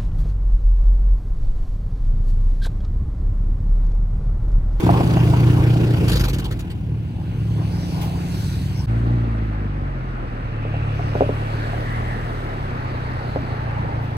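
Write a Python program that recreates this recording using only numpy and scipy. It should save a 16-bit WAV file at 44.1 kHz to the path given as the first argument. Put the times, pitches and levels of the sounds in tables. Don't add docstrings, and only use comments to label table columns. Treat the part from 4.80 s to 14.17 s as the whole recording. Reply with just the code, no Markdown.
import sys
import numpy as np
from scipy import signal
from scipy.fft import rfft, irfft, next_fast_len
from scipy.io import wavfile
from scipy.ndimage import uniform_filter1d, map_coordinates

SR = 44100
rng = np.random.default_rng(int(sys.argv[2]) if len(sys.argv) > 2 else 0)


def transcribe(signal):
    frames = np.atleast_2d(signal).T
    limited = np.clip(frames, -1, 1)
    pcm = np.round(limited * 32767).astype(np.int16)
    wavfile.write(sys.argv[1], SR, pcm)


N = 413199
FRONT_S = 4.066
SIDE_TYRE = dict(direct=.55, lag_ms=.48)

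# time in seconds, rolling and scrubbing levels in relative dB.
TYRE_LEVELS_UNDER = [(2.05, -60, -76), (2.22, -54, -69.5), (2.63, -48, -61), (3.15, -42, -50.5),
                     (3.35, -43.5, -54), (3.65, -47, -46), (3.9, -47.5, -54), (4.01, -47, -56.5),
                     (4.05, -49, -55)]
# time in seconds, firings a second, exhaust level in relative dB.
ENGINE_SLOWING = [(4.12, 56.4, -19.5), (4.25, 58.66, -21), (4.35, 59.17, -18), (4.51, 55.86, -25.5),
                  (4.98, 47.52, -28), (5.2, 43.54, -30.5), (5.61, 37.83, -32), (5.98, 35.96, -23),
                  (6.49, 35.9, -24.5), (7.31, 38.98, -28), (7.65, 37.28, -31), (7.98, 30.34, -28.5),
                  (8.37, 30.55, -29), (8.74, 29.07, -27.5), (8.87, 28.9, -26), (9.35, 27.14, -26)]
# frequency in Hz, gain in dB.
GRITTY_COLOUR = [(700, -49), (1200, -18), (1420, -6), (1800, -11.5), (2850, -9.5), (3700, -17.5),
                 (6000, -55)]
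HISSY_COLOUR = [(2000, -51), (3400, -6.5), (4650, -1.5), (5200, -7), (7300, -11), (8100, -9.5),
                (9100, -13.5), (12400, -12.5), (15800, -21.5)]


def amp(db):
    return 10 ** (np.asarray(db) / 20)


def unit(x):
    return x / np.sqrt(np.mean(x ** 2) + 1e-20)


def clock():
    return np.arange(N) / SR


def gain_at(colour, hz):
    row_hz, row_db = np.transpose(colour)
    return amp(np.interp(np.log(hz + 1), np.log(row_hz + 1), row_db))


def curves(rows):
    times, *columns = np.transpose(rows)
    return [np.interp(clock(), times, column) for column in columns]


def swell(peak_s, db, width_s):
    return amp(db) * np.exp(-.5 * ((clock() - peak_s) / width_s) ** 2)


def wobble(rate):
    curve = map_coordinates(rng.standard_normal(8192), [np.arange(0, N, 16) * rate / SR], mode="wrap")
    return np.interp(np.arange(N), np.linspace(0, N, len(curve)), curve)


def filtered(x, response):
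    size = next_fast_len(N + SR // 4, True)
    return irfft(rfft(x, size) * response(np.fft.rfftfreq(size, 1 / SR)), size)[..., :N]


def stereo(x, lag_ms):
    return filtered(x, lambda hz: np.exp(np.outer([-1, 1], 1j * np.pi * hz * lag_ms / 1000)))


def resonate(x, body, size=16384):
    cepstrum = irfft(np.log(gain_at(body, np.fft.rfftfreq(size, 1 / SR))))
    cepstrum[1:size // 2] *= 2
    cepstrum[size // 2 + 1:] = 0
    ring = irfft(np.exp(rfft(cepstrum)))
    return signal.fftconvolve(x, ring)[:N]


def throb(cycles, body, uneven, jitter_ms, scatter_db, lag_ms):
    starts = np.flatnonzero(np.diff(np.floor(cycles)))
    size_luck, time_luck = rng.standard_normal((1024, 2))[:len(starts)].T
    sizes = amp(scatter_db * size_luck) * (1 + uneven * (-1) ** np.arange(len(starts)))
    starts = np.clip(starts + time_luck * jitter_ms * SR / 1000, 0, N - 1).astype(int)
    ringing = resonate(np.bincount(starts, sizes, N), body)
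    power = uniform_filter1d(uniform_filter1d(ringing ** 2, size=SR // 8), size=SR // 8)
    return stereo(ringing / np.sqrt(np.abs(power) + 1e-16), lag_ms)


def rush(colour, direct, lag_ms, grain_db, patchy_db):
    grainy = rng.standard_normal((3, N)) * amp(grain_db * wobble(700))
    bands = signal.stft(grainy, nperseg=512)[2]
    flicker = rng.standard_normal(bands.shape[1:])
    flicker = uniform_filter1d(uniform_filter1d(flicker, size=6, axis=0), size=12, axis=1)
    patchy = signal.istft(bands * amp(patchy_db * unit(flicker)), nperseg=512)[1][:, :N]
    pair = np.sqrt(direct) * stereo(patchy[0], lag_ms) + np.sqrt(1 - direct) * patchy[1:]
    return unit(filtered(pair, lambda hz: gain_at(colour, hz)))


def chuff(firings, depth_db):
    return unit(amp(depth_db * np.cos(2 * np.pi * (firings - .25))))


def engine_load(lift_s=1.26, ease_db_per_s=2.5, shut_db_per_s=19):
    t = clock()
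    return amp(-ease_db_per_s * t - shut_db_per_s * np.maximum(t - lift_s, 0))


def rumble(**texture):
    # frequency in Hz, gain in dB.
    deep_colour = [(20, -39), (42, -8), (60, -2), (170, -9.5), (260, -13.5), (500, -80.5)]
    return rush(deep_colour, **texture)


def tyres_under():
    # frequency in Hz, gain in dB.
    roar_colour = [(130, -34), (210, -7), (330, 1), (440, -6), (560, -11), (900, -42.5)]
    road_colour = [(300, 1), (500, -3), (780, 3), (1100, -1.5), (1350, -11), (2500, -60)]
    load = engine_load()
    rolling, scrubbing = amp(curves(TYRE_LEVELS_UNDER))
    roar = rush(roar_colour, direct=.68, lag_ms=.19, grain_db=4, patchy_db=2.5)
    roar *= np.hypot(amp(-26) * load, amp(3) * rolling)
    road = rush(road_colour, direct=.64, lag_ms=.24, grain_db=.5, patchy_db=2.5)
    road *= np.hypot(amp(-30) * load, amp(4.5) * rolling)
    gravel = rush(GRITTY_COLOUR, **SIDE_TYRE, grain_db=1, patchy_db=2)
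    gravel *= amp(-13) * (rolling * scrubbing) ** .33
    hiss = amp(5.5) * scrubbing * rush(HISSY_COLOUR, **SIDE_TYRE, grain_db=1, patchy_db=2)
    return roar + road + gravel + hiss


def tyres_front(road_grind=.19, crunch_grind=.5, road_fade_db_per_s=.02):
    # time in seconds, rolling and grinding levels in relative dB.
    tyre_levels = [(4.15, -48, -66), (4.28, -48, -67), (4.61, -47, -72.5), (5.01, -48, -74.5),
                   (5.8, -46, -72.5), (6.4, -44, -62.5), (7.02, -43, -60.5), (7.42, -44.5, -62),
                   (8.07, -43, -67.5), (8.6, -44.5, -66), (8.9, -42.5, -69.5), (9.3, -45.5, -68)]
    # frequency in Hz, gain in dB.
    road_colour = [(100, -42), (200, -7.5), (260, -3), (390, -6), (640, -7), (850, -6.5), (1200, -12),
                   (2200, -65)]
    gravel_colour = [(620, -30), (1050, -2.5), (1300, 1), (1900, -1.5), (2800, -12.5), (3200, -25),
                     (6000, -78)]
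    crunch_colour = [(1700, -28.5), (2900, -2.5), (3400, -4.5), (4150, -9), (5100, -12.5), (7200, -27),
                     (10000, -56)]
    hiss_colour = [(4000, -27), (6800, -4), (8200, -2.5), (9400, -5.5), (12300, -7.5), (15800, -16)]
    roll_db, grind_db = curves(tyre_levels)
    firings = np.cumsum(curves(ENGINE_SLOWING)[0]) / SR
    road_db = roll_db + road_grind * (grind_db - roll_db) - road_fade_db_per_s * (clock() - FRONT_S)
    road = amp(road_db + 15.5) * rush(road_colour, direct=.91, lag_ms=.45, grain_db=.5, patchy_db=1.5)
    road *= chuff(firings, depth_db=-1.5)
    gravel = amp(roll_db + 6) * rush(gravel_colour, direct=.24, lag_ms=.34, grain_db=1, patchy_db=1)
    crunch_db = roll_db + crunch_grind * (grind_db - roll_db)
    crunch = amp(crunch_db + 4.5) * rush(crunch_colour, **SIDE_TYRE, grain_db=-1.5, patchy_db=.5)
    hiss = amp(grind_db + 3.5) * rush(hiss_colour, direct=.3, lag_ms=.48, grain_db=1.2, patchy_db=1.8)
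    return road + gravel + crunch + hiss


def stones_and_squeal(band_octaves=.31):
    # peak time in seconds, level in dB, width in seconds, centre frequency in Hz.
    noise_swells = [(3.055, -50, .12, 5300), (3.247, -38, 0.12, 740), (3.992, -45, 0.028, 5215),
                    (6.25, -45.5, 0.43, 2620), (6.278, -55, 0.12, 5200), (6.799, -50, 0.071, 4270),
                    (6.85, -37.5, 0.12, 1615), (7.227, -36, 0.19, 1870), (8.417, -53, 0.33, 4200),
                    (9.0, -37, 0.62, 842)]
    grains = rush([(300, .0094), (15000, 0)], **SIDE_TYRE, grain_db=-2, patchy_db=2)
    out = np.zeros((2, N))
    for peak_s, db, width_s, hz in noise_swells:
        edges_hz = hz * 2 ** (band_octaves * np.array([-.5, .5]))
        band = signal.butter(2, edges_hz, "band", fs=SR, output="sos")
        out += swell(peak_s, db, width_s) * unit(signal.sosfilt(band, grains))
    return out


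def grit_sprays(attack_s=.005, tilt_from_hz=750):
    # start in seconds, level in dB, decay in seconds, treble tilt in dB per octave.
    bursts = [(3.21, -30, .035, -2), (3.97, -49, .04, 1), (7.69, -63, .025, 3), (8.30, -65, .02, 3),
              (9.215, -56, .04, 3)]
    # frequency in Hz, gain in dB.
    grit_colour = [(300, -30), (750, 0), (1600, -2), (2700, 1), (4500, -5), (9500, -11), (12000, -2),
                   (15800, -5)]
    grit = rush(grit_colour, direct=.3, lag_ms=.465, grain_db=1, patchy_db=2)
    out = np.zeros((2, N))
    for start_s, db, decay_s, tilt in bursts:
        age = np.maximum(clock() - start_s, 0)
        tilted = unit(filtered(grit, lambda hz: amp(tilt * np.log2(np.maximum(hz, tilt_from_hz)))))
        out += amp(db) * (1 - np.exp(-age / attack_s)) * np.exp(-age / decay_s) * tilted
    return out


def suspension_knocks(spread_octaves=.23, attack_s=.001, gain_db=-1):
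    # start in seconds, peak level in relative dB, favoured pitch in Hz.
    bumps = [(0.066, -12, 940), (0.092, -2, 735), (0.207, -9, 775), (0.371, -10.5, 772), (0.537, -10, 940),
             (0.606, -21, 786), (5.162, -26, 541.3), (5.852, -19, 533), (5.942, -19, 613),
             (6.194, -17.5, 607), (6.353, -9.5, 560), (6.408, -1, 563), (6.423, -6.5, 540),
             (6.492, -8.5, 510), (6.933, -19, 680), (8.56, -9.5, 577)]
    # frequency in Hz, level in relative dB, seconds to fade by 60 dB.
    ringing_tones = [(282, 6.5, 0.15), (418, -4, 0.098), (458, -7.5, 0.048), (535, -3.5, 0.032),
                     (599, -13.5, 0.13), (693, -3, 0.05), (777, -0.5, 0.041), (932, 3.5, 0.024),
                     (1066, 6, 0.014)]
    hz, tone_db, fade_s = np.transpose(ringing_tones)[:, :, None]
    out = np.zeros(N + SR)
    t = np.arange(SR // 4) / SR
    for start_s, db, pitch_hz in bumps:
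        level_luck, pitch_luck = rng.standard_normal((2, len(hz), 1))
        weight = amp(tone_db + 2 * level_luck) / (1 + (np.log2(hz / pitch_hz) / spread_octaves) ** 2)
        tones = np.sin(2 * np.pi * hz * (1 + .023 * pitch_luck) * t)
        ring = np.sum(weight * amp(-60 * t / fade_s) * tones, axis=0)
        ring *= 1 - np.exp(-t / attack_s)
        out[round(start_s * SR):][:len(t)] += amp(db + gain_db) * ring / np.abs(ring).max()
    return stereo(out[:N], lag_ms=.28)


def driveline():
    # time in seconds, shaft turns a second.
    shaft_speed = [(0, 25.6), (.6, 23.3), (1.1, 22.5), (2.1, 22.4), (3.2, 21.3), (4.06, 22.9)]
    # frequency in Hz, gain in dB.
    axle_body = [(20, -84), (46, -10.5), (70, -3.5), (90, -1.5), (116, -7), (150, -11), (172, 2.5),
                 (205, -19.5), (245, -20), (290, -15.5), (340, -29.5), (420, -31), (700, -38), (1500, -94)]
    turns = np.cumsum(curves(shaft_speed)[0]) / SR
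    rolling, _ = amp(curves(TYRE_LEVELS_UNDER))
    gain = np.hypot(amp(-18.5) * engine_load(), amp(-3) * np.sqrt(rolling))
    return gain * throb(turns, axle_body, uneven=.034, jitter_ms=.06, scatter_db=2.4, lag_ms=.37)


def turbo_flutter(start_s=1.2807, first_hz=28.35, slowing_hz_per_s=34.2, rise_s=.0049, echo_s=.013):
    # frequency in Hz, gain in dB.
    air_colour = [(290, -16), (500, 1.5), (595, -43), (945, -16), (1280, -8.5), (1400, -9), (2280, -13),
                  (2790, -8), (4640, -10.5), (5130, -17), (15800, -22.5)]
    rate_hz = np.sqrt(np.maximum(first_hz ** 2 - 2 * slowing_hz_per_s * np.arange(12), 1))
    puff_times = start_s + (first_hz - rate_hz) / slowing_hz_per_s
    puff_levels = -24.5 + 7.5 * np.log2(rate_hz / first_hz)
    age = np.arange(SR // 8) / SR / rise_s
    puff = age * np.exp(1 - age)
    flow = np.zeros(N)
    for puff_s, db in zip(puff_times, puff_levels):
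        for delay_s, share in (0, 1), (echo_s, .72):
            flow[round((puff_s + delay_s) * SR):][:len(puff)] += amp(db) * share * puff
    leak = swell(peak_s=1.33, db=-38, width_s=.09)
    air = (flow + leak) * rush(air_colour, direct=.55, lag_ms=.16, grain_db=.5, patchy_db=3.5)
    # frequency in Hz, gain in dB.
    air_box = [(15, -46), (30, -22), (48, 24), (90, -3), (200, 17), (600, -29)]
    return amp(-2) * air + amp(4) * resonate(flow, air_box)


def engine_under():
    # time in seconds, firings a second.
    firing_rate = [(0.0, 30.17), (0.41, 30.1), (1.27, 29.42), (1.43, 30.95), (1.77, 36.32), (1.88, 37.55),
                   (2.03, 36.44), (2.17, 37.5), (2.86, 36.58), (4.05, 34.26)]
    # time in seconds, level in relative dB.
    drone_levels = [(0, -17.4), (0.22, -20), (0.44, -15), (0.95, -16.5), (1.4, -22.5), (1.9, -33.5),
                    (2.12, -23.5), (2.38, -30.5), (2.74, -22), (3.06, -29.5), (3.24, -25.5), (3.42, -29.5),
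                    (4.05, -25.5)]
    # frequency in Hz, gain in dB.
    pipe_body = [(15, -16), (30, -12), (45, -51), (69, -1), (90, -3.5), (114, 11), (148, 4), (200, -31),
                 (335, -15.5), (700, -39), (1500, -100)]
    bark_body = [(100, -52), (190, -3.5), (228, 0.5), (255, -11), (292, 3.5), (312, -5.5), (338, 2.5),
                 (365, -13.5), (420, -14.5), (700, -24.5), (1500, -76.5)]
    firings = np.cumsum(curves(firing_rate)[0]) / SR
    load = engine_load()
    rolling, _ = amp(curves(TYRE_LEVELS_UNDER))
    exhaust = throb(firings, pipe_body, uneven=.02, jitter_ms=.2, scatter_db=1.6, lag_ms=.19)
    exhaust *= amp(curves(drone_levels)[0] + 1.5)
    bark = throb(firings, bark_body, uneven=.1, jitter_ms=.08, scatter_db=1, lag_ms=.17)
    bark *= np.hypot(amp(-25) * load, amp(4) * rolling)
    texture = dict(direct=.37, lag_ms=.17, grain_db=2, patchy_db=2)
    bay_noise = amp(-35.5) * rush(GRITTY_COLOUR, **texture) + amp(-43) * rush(HISSY_COLOUR, **texture)
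    return exhaust + bark + load * chuff(firings, depth_db=2.5) * bay_noise


def engine_front(revved_hz=58, tone_db_per_octave=17, bark_db_per_octave=28.5):
    # frequency in Hz, gain in dB.
    pipe_body = [(22, -27.5), (42, -21), (57, -6.5), (85, -4), (113, 5), (145, -2), (185, -20.5),
                 (240, -26), (310, -16.5), (420, -38), (700, -38), (1500, -97)]
    bark_body = [(100, -53.5), (170, -6.5), (225, 4), (260, -5), (292, -1.5), (340, -5.5), (420, -20.5),
                 (700, -35), (1500, -77.5)]
    firing_hz, exhaust_db = curves(ENGINE_SLOWING)
    firings = np.cumsum(firing_hz) / SR
    octaves = np.log2(firing_hz / revved_hz)
    tone = amp(-21 + tone_db_per_octave * octaves) * np.sqrt(2) * np.sin(2 * np.pi * firings)
    exhaust = throb(firings, pipe_body, uneven=.05, jitter_ms=.17, scatter_db=1.2, lag_ms=.17)
    exhaust *= amp(exhaust_db + 1)
    bark = throb(firings, bark_body, uneven=.4, jitter_ms=.06, scatter_db=1.5, lag_ms=.41)
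    bark *= amp(-28.5 + bark_db_per_octave * octaves)
    return tone + exhaust + bark


def scene():
    under = amp(-31.5) * rumble(direct=.88, lag_ms=.052, grain_db=-1.5, patchy_db=-1)
    under += tyres_under() + driveline() + turbo_flutter() + engine_under()
    front = amp(-33) * rumble(direct=.82, lag_ms=.37, grain_db=-1, patchy_db=1.5)
    front += tyres_front() + engine_front()
    fade_out = np.clip((FRONT_S - .005 - clock()) / .004, 0, 1)
    fade_in = np.clip((clock() - FRONT_S) / .015, 0, 1)
    return fade_out * under + fade_in * front + stones_and_squeal() + grit_sprays() + suspension_knocks()


def record(dry):
    return filtered(dry, lambda hz: hz < 15850)


dry = scene()
out = record(dry)
transcribe(out)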